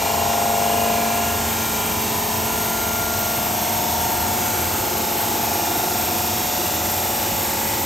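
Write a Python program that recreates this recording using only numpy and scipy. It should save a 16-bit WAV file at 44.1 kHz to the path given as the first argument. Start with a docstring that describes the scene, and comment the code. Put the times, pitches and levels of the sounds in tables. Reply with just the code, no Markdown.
"""A throbbing, rasping drone: a water-cooled bridge saw cuts a stone slab, a metre or two from a phone.
The diamond blade turns 25 times a second, and its 28 segments drone, chatter and grind in a pattern
that comes round with every turn, while friction sets the steel disc singing. It bites hard for the
first second, then cuts more lightly; cooling water hisses off the rim and the machine bed rumbles."""
import sys
import numpy as np
from scipy import signal
from scipy.fft import rfft, irfft, next_fast_len
from scipy.io import wavfile
from scipy.ndimage import uniform_filter1d, map_coordinates

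SR = 44100
rng = np.random.default_rng(int(sys.argv[2]) if len(sys.argv) > 2 else 0)


def inscribe(sig):
    """Save sig as 16-bit PCM at rate SR to the path in sys.argv[1].

    A 1-D sig is mono; a 2-D sig holds one channel per row.
    Samples are clipped to [-1, 1] before scaling.
    """
    pcm = np.round(np.clip(np.atleast_2d(sig).T, -1, 1) * 32767)
    wavfile.write(sys.argv[1], SR, pcm.astype(np.int16))


N = 346185
STEP_RATE_HZ, TOP_HZ = 50, 15750  # update rate of slow changes; upper band edge
TIME = np.arange(N) / SR
STEP_TIME = np.arange(int(N / SR * STEP_RATE_HZ) + 3) / STEP_RATE_HZ
BIN_HZ = np.maximum(np.fft.rfftfreq(next_fast_len(N), 1 / SR), 1)
SIDES = np.array([[1], [-1]])  # left, right

# rotation of the blade: time_s, turn_rate_hz
BLADE_SPEED = [(0, 24.99), (0.7, 24.99), (1.3, 24.95), (3, 24.935), (4.1, 24.95), (5.4, 24.91),
               (7.85, 24.905)]
TURN_HZ = BLADE_SPEED[0][1]
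# how hard the blade bites: time_s, bite_fraction
BITE = [(0, 0.79), (.85, 0.97), (1.1, 0.68), (1.28, .4), (2.2, 0.19), (3, 0.18), (7.85, 0.05)]


def segment_drone(turns, segments=28, spindle_order=9, slot_width_hz=400, waver_db=2.0, wall_db=-16):
    """Periodic impact: segments strike the stone, and sidebands a turn rate apart make the tone throb."""
    # harmonics (orders) of the turn rate from the uneven rim: order, hard_bite_db, light_cut_db
    rim_harmonics = [(4, -68, -42), (7, -51, -48), (12, -94, -42), (13, -68, -50), (14, -70, -41.5),
                     (15, -52, -46), (17, -39, -51), (18, -39.5, -52.5), (19, -46.5, -48.5),
                     (21, -64, -51.5), (22, -37, -47), (24, -47.5, -51.5), (25, -84, -49.5),
                     (26, -29.5, -53.5), (27, -51, -49.5), (28, -44.5, -53), (29, -41.5, -43.5),
                     (30, -42, -45), (31, -51, -42), (32, -31.5, -41), (33, -33.5, -42.5),
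                     (34, -48.5, -42.5), (35, -40.5, -37), (36, -36.5, -39), (37, -45.5, -41),
                     (38, -35.5, -54), (39, -41.5, -44), (40, -38, -48.5), (41, -35.5, -53), (42, -36, -50),
                     (43, -35.5, -51.5), (45, -51.5, -57), (56, -40.5, -50), (113.3, -45, -64)]
    # tones that swell as the blade advances: start_s, end_s, order, peak_db
    swells = [(-.1, 1.5, 28, -24.5), (0.899, 1.1, 28, -39), (.55, 1.6, 41, -35), (.6, 3.67, 17, -37.5),
              (1.12, 1.54, 56, -38), (1.5, 2.01, 56, -36.5), (1.1, 2.6, 35, -36), (.8, 2.7, 42, -39),
              (1.05, 1.6, 45, -44), (1.4, 2.9, 40, -39), (2.05, 4.7, 28, -33.5), (2.1, 4.3, 25, -39),
              (2.3, 3.53, 56, -34.5), (2.599, 4, 45, -47), (3.3, 4.8, 29, -32.5), (3.55, 4.3, 37, -32.5),
              (3.5, 4.5, 38, -40.5), (3.6, 5.9, 35, -35.5), (3.6, 5, 40, -40.5), (3.95, 4.4, 56, -38.5),
              (4.35, 4.7, 56, -39), (4.3, 5.2, 21, -41), (4.5, 6.0, 33, -31.5), (4.8, 7.4, 36, -35.5),
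              (4.65, 6.4, 28, -34), (5, 6.3, 27, -42), (5.3, 6.4, 56, -41), (5.3, 7.5, 29, -33),
              (5.6, 6.7, 31, -37), (6.2, 7.4, 24, -40.5), (6.4, 7.9, 35, -32.5), (6.501, 8.5, 32, -35),
              (6.9, 8.2, 22, -38.5), (7.05, 8.3, 34, -34), (7.15, 8.1, 37, -35.5)]
    # hum of the spindle: time_s, level_db
    spindle_hum = [(0.0, -54), (0.15, -36.5), (0.96, -31), (5.05, -39.5), (7.85, -39.5)]
    # chatter at a slot resonance that moves with the contact: time_s, level_db, centre_hz
    chatter = [(0.0, -30.5, 810), (0.06, -27, 790), (0.68, -26.5, 810), (1.38, -31.5, 887),
               (2.16, -30.5, 940), (3.21, -35, 862.2), (3.85, -28.5, 900), (4.2, -29.5, 910),
               (4.45, -31.5, 879), (4.72, -32.5, 870), (4.98, -31, 831), (5.38, -28.5, 830),
               (6.64, -33.5, 810), (7.85, -30, 856)]
    count = 4 * segments + 1
    hz = np.maximum(np.arange(count) * TURN_HZ, 1)
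    bite = curves(BITE, STEP_TIME)[0]
    amplitude = np.zeros((len(STEP_TIME), count))
    for order, hard_db, light_db in rim_harmonics:
        amplitude[:, min(round(order), count - 1)] = undb(light_db + bite * (hard_db - light_db))
    amplitude *= undb(waver_db * walks(memory_s=np.full(count, .45)))
    for start, end, order, db in swells:
        amplitude[:, order] = np.hypot(amplitude[:, order], undb(db) * arch(STEP_TIME, start, end))
    amplitude[:, spindle_order] = undb(curves(spindle_hum, STEP_TIME)[0])
    # the resonance reweights orders 30-43, and the chatter level replaces their joint level
    chatter_db, centre_hz = curves(chatter, STEP_TIME[:, None])
    slot = slice(30, 44)
    ringing = amplitude[:, slot] / np.hypot(1, 2 * (hz[slot] - centre_hz) / slot_width_hz)
    amplitude[:, slot] = undb(chatter_db) * ringing / np.linalg.norm(ringing, axis=1, keepdims=True)
    # tones near the segment rate bunch into strokes; the others wander freely
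    phase = 2 * np.pi * rng.random(count) + walks(memory_s=np.full(count, 1.6))
    near = slice(22, 46)
    phase[:, near] = stroke_phases(amplitude[:, near])
    direct = amplitude * np.exp(1j * phase)
    # the slot radiates to the left, more so in a hard bite; the walls give each tone its own side
    beam = np.exp(-np.log2(hz / 830) ** 2)
    pan_db, lead_rad = 3 + 3 * bite[:, None], 0.75
    leftward = beam * (np.log(undb(pan_db)) + 1j * lead_rad) / 2
    side = leftward + undb(wall_db) * (.5 + beam) * drift(memory_s=np.full(count, 1.5))
    return np.array([spin(direct * (1 + sign * side), turns) for sign in (1, -1)])


def stroke_phases(amplitude, rim_force=.13, spot_width_turns=.06, pull=.45, wear_rad=.1):
    """Phase locking: high spots on the rim pull the drone's tones into bursts where they rub."""
    # one high spot after another rubs hardest: start_s, end_s, place_turns, relative_force
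    high_spots = [(-.5, 1.15, .6, .85), (-.5, 1.1, .93, .85), (-.5, 1.15, .06, .5), (-.5, 1.2, .42, .3),
                  (.7, 1.4, .86, .25), (1, 1.8, .11, .3), (1.2, 2.7, .52, .1), (2, 3.7, .62, .14),
                  (1.5, 3.6, .89, .07), (2.9, 4.3, .35, .14), (3.4, 4.8, .46, .12), (3.5, 4.8, .76, .16),
                  (3.6, 4.5, .01, .14), (3.5, 6, .2, .18), (4.5, 6.3, .64, .9), (4.6, 6.5, .84, .7),
                  (5.2, 7.2, .51, .35), (6, 7.4, .08, .6), (6, 8.3, .77, .3), (6.9, 8.5, .36, .7),
                  (6.5, 8.5, .94, .3)]
    points, settle_steps = 256, 60
    place = np.arange(points) / points
    force = np.full((len(STEP_TIME), points), rim_force)
    for start, end, angle, strength in high_spots:
        away = (place - angle + .5) % 1 - .5
        spot = np.exp(-(away / spot_width_turns) ** 2)
        force += strength * arch(STEP_TIME, start, end)[:, None] * spot
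    tones = amplitude.shape[1]
    phase, out = 2 * np.pi * rng.random(tones), np.zeros(amplitude.shape)
    for step in np.maximum(np.arange(-settle_steps, len(STEP_TIME)), 0):
        shake = np.fft.ifft(amplitude[step] * np.exp(1j * phase), points)
        driven = np.fft.fft(force[step] * np.exp(1j * np.angle(shake)))[:tones]
        phase = phase + pull * np.sin(np.angle(driven) - phase) + wear_rad * rng.standard_normal(tones)
        out[step] = phase
    return out


def grinding(turns, patch_db=1.9, patch_s=0.94, wall_db=-5):
    """Quasi-periodic friction noise: the same grit scrapes each turn; finer scratches change sooner."""
    # diamond grit on stone: frequency_hz, density_db
    grit_spectrum = [(250, -73.5), (500, -68.5), (950, -68), (1250, -68.5), (1600, -69.5), (2300, -66.5),
                     (3000, -68.5), (4500, -69.5), (6500, -65.5), (8500, -67.5), (12000, -67), (16000, -69)]
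    hz = np.maximum(np.arange(int(TOP_HZ / TURN_HZ)) * TURN_HZ, 1)
    rasp_db = -0.5 + 1.5 * curves(BITE, STEP_TIME[:, None])[0]  # a hard bite rasps louder
    fine = np.clip(np.log2(hz / 2500), 0, 1)
    amplitude = colour(grit_spectrum, hz) * np.sqrt(TURN_HZ) * undb((1 - fine) * rasp_db) * (hz > 200)
    # the disc's close-set modes lift neighbouring harmonics together, and shift as the contact moves
    patches = np.sqrt(2) * uniform_filter1d(walks(np.full(len(hz), patch_s)), size=2, axis=1)
    amplitude *= undb(patch_db * (1 - fine / 5) * patches)
    memory_s = 0.21 * 2000 / np.maximum(hz, 500)
    walls = undb(wall_db) / np.hypot(1, (hz / 1300) ** 4)
    direct = spin(amplitude * drift(memory_s), turns)
    return direct + SIDES * spin(amplitude * walls * drift(memory_s), turns)


def singing_and_whine(turns, waver_rad=0.39, waver_s=0.032):
    """Friction-excited vibration: disc modes swell and fade beside a thin whine; all flutter each turn."""
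    # modes of the steel disc and, in the last row, a faint 12.3 kHz whine through the whole cut, fluttering
    # like the rest: start_s, end_s, pitch_hz, level_db
    tones = [(-.3, .3, 4130, -41), (-.3, 0.28, 3680, -45), (-.3, 0.16, 2360, -35.5), (-.3, 0.43, 2790, -39),
             (.2, .6, 5598, -41), (.35, 1.7, 1660, -42), (.3, 1.4, 8730, -42), (.52, 1.0, 2797, -34.3),
             (.85, 1.27, 2355, -38.5), (1.05, 1.4, 2793, -36.5), (.75, 2, 6980, -43),
             (1.2, 3.9, 660, -38.5), (1.45, 3.2, 992, -37.5), (1.45, 2.13, 2340, -40), (1.4, 2, 2430, -44),
             (1.3, 2.3, 6155, -43), (1.3, 2.3, 8030, -43), (1.4, 2.4, 3790, -46), (1.5, 3.4, 2792, -44),
             (2.2, 3.4, 6350, -42), (2.4, 3.4, 6540, -43), (3.1, 4.7, 3440, -45), (3.4, 4.46, 5465, -42),
             (3.5, 4.7, 6640, -43), (4.1, 5, 8820, -42), (4.7, 8.2, 3665, -46), (4.8, 8.5, 5235, -45),
             (5.55, 6.15, 5500, -46), (5.9, 6.253, 8380, -43), (6.2, 7.6, 3515, -45), (6.2, 6.9, 6350, -43),
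             (6.6, 7.5, 6640, -46), (3.9, 4.4, 912, -35.5), (4.9, 7.9, 5576, -41), (-1, 11, 12306, -48)]
    out = np.zeros(N)
    flutter = .15 + .42 * curves(BITE, TIME)[0]  # deeper in a hard bite
    for (start, end, hz, db), angle in zip(tones, rng.random(len(tones))):
        on = (TIME > start) & (TIME < end)
        turn_rad = 2 * np.pi * (turns[on] + angle) + walk(waver_s)[on]  # the push slips round the rim
        push = (1 + flutter[on] * np.cos(turn_rad)) / np.sqrt(1 + flutter[on] ** 2 / 2)
        bend_rad = waver_rad * walk(waver_s)[on] + flutter[on] * np.sin(2 * turn_rad)
        envelope = np.sqrt(2) * undb(db) * arch(TIME[on], start, end) * push
        out[on] += envelope * np.sin(2 * np.pi * hz * TIME[on] + bend_rad)
    return out


def water_spray(turns, flutter_db=1.3, swing=0.092, mist_build_s=1.4):
    """Amplitude-modulated noise: water flung off the rim hisses, flutters and swings with every turn."""
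    # spectrum of the hiss as heard, with gaps near 6.5 and 10 kHz: frequency_hz, density_db
    hiss_spectrum = [(500, -79), (1000, -70), (1600, -70), (4400, -75.5), (6500, -104), (8500, -65.5),
                     (10300, -93), (11400, -64.5), (12300, -62), (13700, -66), (15700, -70.5)]
    # the hiss sounds wide in a few treble bands and centred between them: frequency_hz, side_db
    stereo_width = [(1000, -16), (2200, -65), (3400, -33), (4800, -48), (7200, -42), (7800, -9), (8900, -5),
                    (10000, -32), (11200, -1), (12400, -14), (13300, -27), (14200, -25), (14700, -6)]
    density = colour(hiss_spectrum, BIN_HZ)
    mist_share = 1 / (1 + (9500 / BIN_HZ) ** 8)  # the finest drops hiss highest
    side_db = np.interp(BIN_HZ, *np.transpose(stereo_width))
    splash = wide_noise(density * np.sqrt(1 - mist_share), side_db)
    mist = wide_noise(density * np.sqrt(mist_share), side_db)
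    mist *= undb(-2.05 - 11.5 * np.exp(-TIME / mist_build_s))  # builds up as the slot deepens
    flutter = undb(flutter_db * walk(memory_s=0.007))
    return (splash + mist) * flutter * (1 + swing * np.sin(2 * np.pi * turns))


def bed_rumble(boom_hz=85.8, boom_floor_db=-43, bed_side_db=-15, slab_side_db=-10.5, pan_db=-1.6):
    """Forced vibration: motor and cut shake the slab and the bed, which booms at its lowest resonance."""
    # motor, bed and slab: frequency_hz, density_db
    rumble_spectrum = [(20, -100), (32, -83), (45, -64.5), (60, -59.5), (85, -61), (115, -55.5),
                       (150, -61.5), (200, -58), (270, -60), (340, -60), (450, -63.5), (800, -64.5),
                       (1300, -71.5), (2500, -100)]
    # the low rumble eases about five seconds in, then recovers: time_s, change_db
    low_rumble = [(0, 0.4), (4.5, 1.5), (5.2, -2), (7.85, 0.5)]
    # the slab rumbles on the bed, counted from its mean level: time_s, level_db
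    slab_shake = [(0.3, -34.5), (0.38, -33.5), (2.97, -37.5), (4.93, -32.5), (7.85, -34.5)]
    # slab resonances that emerge as the cut deepens: centre_hz, width_hz, relative_peak_db
    slab_modes = [(334, 15, 3.5), (363, 21, 3.5)]
    # irregular swells of the bed's resonance: start_s, end_s, peak_db
    booms = [(.05, 0.343, -35), (.55, .9, -41), (1.15, 1.62, -34.5), (1.861, 2.059, -40),
             (2.302, 2.512, -36), (2.8, 3.248, -37), (3.879, 4.079, -37), (4.171, 4.353, -33),
             (4.55, 4.765, -33.5), (5.45, 5.599, -37), (5.95, 6.35, -38), (6.618, 7.121, -36.5)]
    density = colour(rumble_spectrum, BIN_HZ)
    slab_share = 1 / (1 + (250 / BIN_HZ) ** 6)
    bed = wide_noise(density * np.sqrt(1 - slab_share), bed_side_db) * undb(curves(low_rumble, TIME)[0])
    body = density * np.sqrt(slab_share)
    modes = sum(undb(db) / (1 + (2 * (BIN_HZ - hz) / width) ** 2) for hz, width, db in slab_modes)
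    ring = wide_noise(body * modes, slab_side_db) * np.interp(TIME, (3.4, 4.1), (0, 1))
    slab_db = curves(slab_shake, TIME)[0]
    slab = (wide_noise(body, slab_side_db) + ring) * undb(slab_db - slab_db.mean())
    swell = undb(boom_floor_db)
    for start, end, db in booms:
        swell = np.hypot(swell, undb(db) * arch(TIME, start, end))
    boom = np.sqrt(2) * swell * np.sin(2 * np.pi * boom_hz * TIME + 1.4 * walk(memory_s=0.067))
    return (bed + slab + boom) * undb(SIDES * pan_db / 2)


def spin(harmonics, turns, size=8192):
    """Fourier synthesis of a force pattern read round the rim; column k is the complex rms of order k."""
    rim = irfft(harmonics, size) * size / np.sqrt(2)
    return map_coordinates(rim, [TIME * STEP_RATE_HZ, turns % 1 * size], order=1, mode="grid-wrap")


def undb(db):
    """Decibels to amplitude gain."""
    return 10 ** (np.asarray(db) / 20)


def curves(table, at):
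    """Linear interpolation of each column of a (time_s, ...) table at the given times."""
    time_s, *columns = np.transpose(table)
    return [np.interp(at, time_s, column) for column in columns]


def arch(at, start, end):
    """Envelope that rises from nothing and dies away: a broadened half sine."""
    return np.sin(np.pi * np.clip((at - start) / (end - start), 0, 1)) ** 0.557


def colour(points, hz):
    """Spectral envelope: gain of a (frequency_hz, level_db) table at the given frequencies."""
    point_hz, db = np.transpose(points)
    return undb(np.interp(np.log(hz), np.log(point_hz), db))


def filtered(x, gain):
    """Frequency-domain filtering with one gain per bin."""
    size = next_fast_len(N)
    return irfft(rfft(x, size) * gain, size)[..., :N]


def wide_noise(density, side_db):
    """Mid-side stereo: centred noise (amplitude per root Hz) plus a share opposed in the two channels."""
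    gain = density * np.sqrt(SR / 2)
    mid = filtered(rng.standard_normal(N), gain)
    return mid + SIDES * filtered(rng.standard_normal(N), gain * undb(side_db))


def drift(memory_s):
    """Complex Gaussian processes of power 1, steps x walks, each with its own correlation time."""
    size = 1024
    white = rng.standard_normal((size, len(memory_s), 2)) @ np.array([1, 1j])
    smooth = np.exp(-(np.pi * np.fft.fftfreq(size, 1 / STEP_RATE_HZ)[:, None] * memory_s) ** 2 / 2)
    rms = np.sqrt(2 * np.mean(smooth ** 2, axis=0) / size)
    return np.fft.ifft(white * smooth / rms, axis=0)[:len(STEP_TIME)]


def walks(memory_s):
    """Real Gaussian processes of spread 1, steps x walks."""
    return np.sqrt(2) * drift(memory_s).real


def walk(memory_s):
    """One such process, interpolated to every sample."""
    return np.interp(TIME, STEP_TIME, walks(np.array([memory_s]))[:, 0])


def scene():
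    """Superposition: four layers follow the blade's one angle of rotation, over the bed's rumble."""
    turns = np.cumsum(curves(BLADE_SPEED, TIME)[0]) / SR
    cutting = segment_drone(turns) + grinding(turns) + singing_and_whine(turns)
    return cutting + water_spray(turns) + bed_rumble()


def record(dry):
    """Interchannel phase difference in the treble, followed by a steep low-pass."""
    # the left channel's treble lags the right in uneven steps: frequency_hz, lag_rad
    treble_lag = [(20, 0), (7400, 0), (7750, .5), (8700, 1.3), (9200, 2.8), (10000, 3.14), (10800, 3.3),
                  (11100, 4.0), (12300, 5.4), (12800, 6.1), (14300, 6.4), (14600, 7.2), (15700, 8.9)]
    lag_rad = np.interp(BIN_HZ, *np.transpose(treble_lag))
    channels = filtered(dry, np.exp(-1j * SIDES * lag_rad / 2))
    return signal.sosfilt(signal.ellip(12, .1, 90, TOP_HZ, fs=SR, output="sos"), channels)


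dry = scene()
out = record(dry)
inscribe(out)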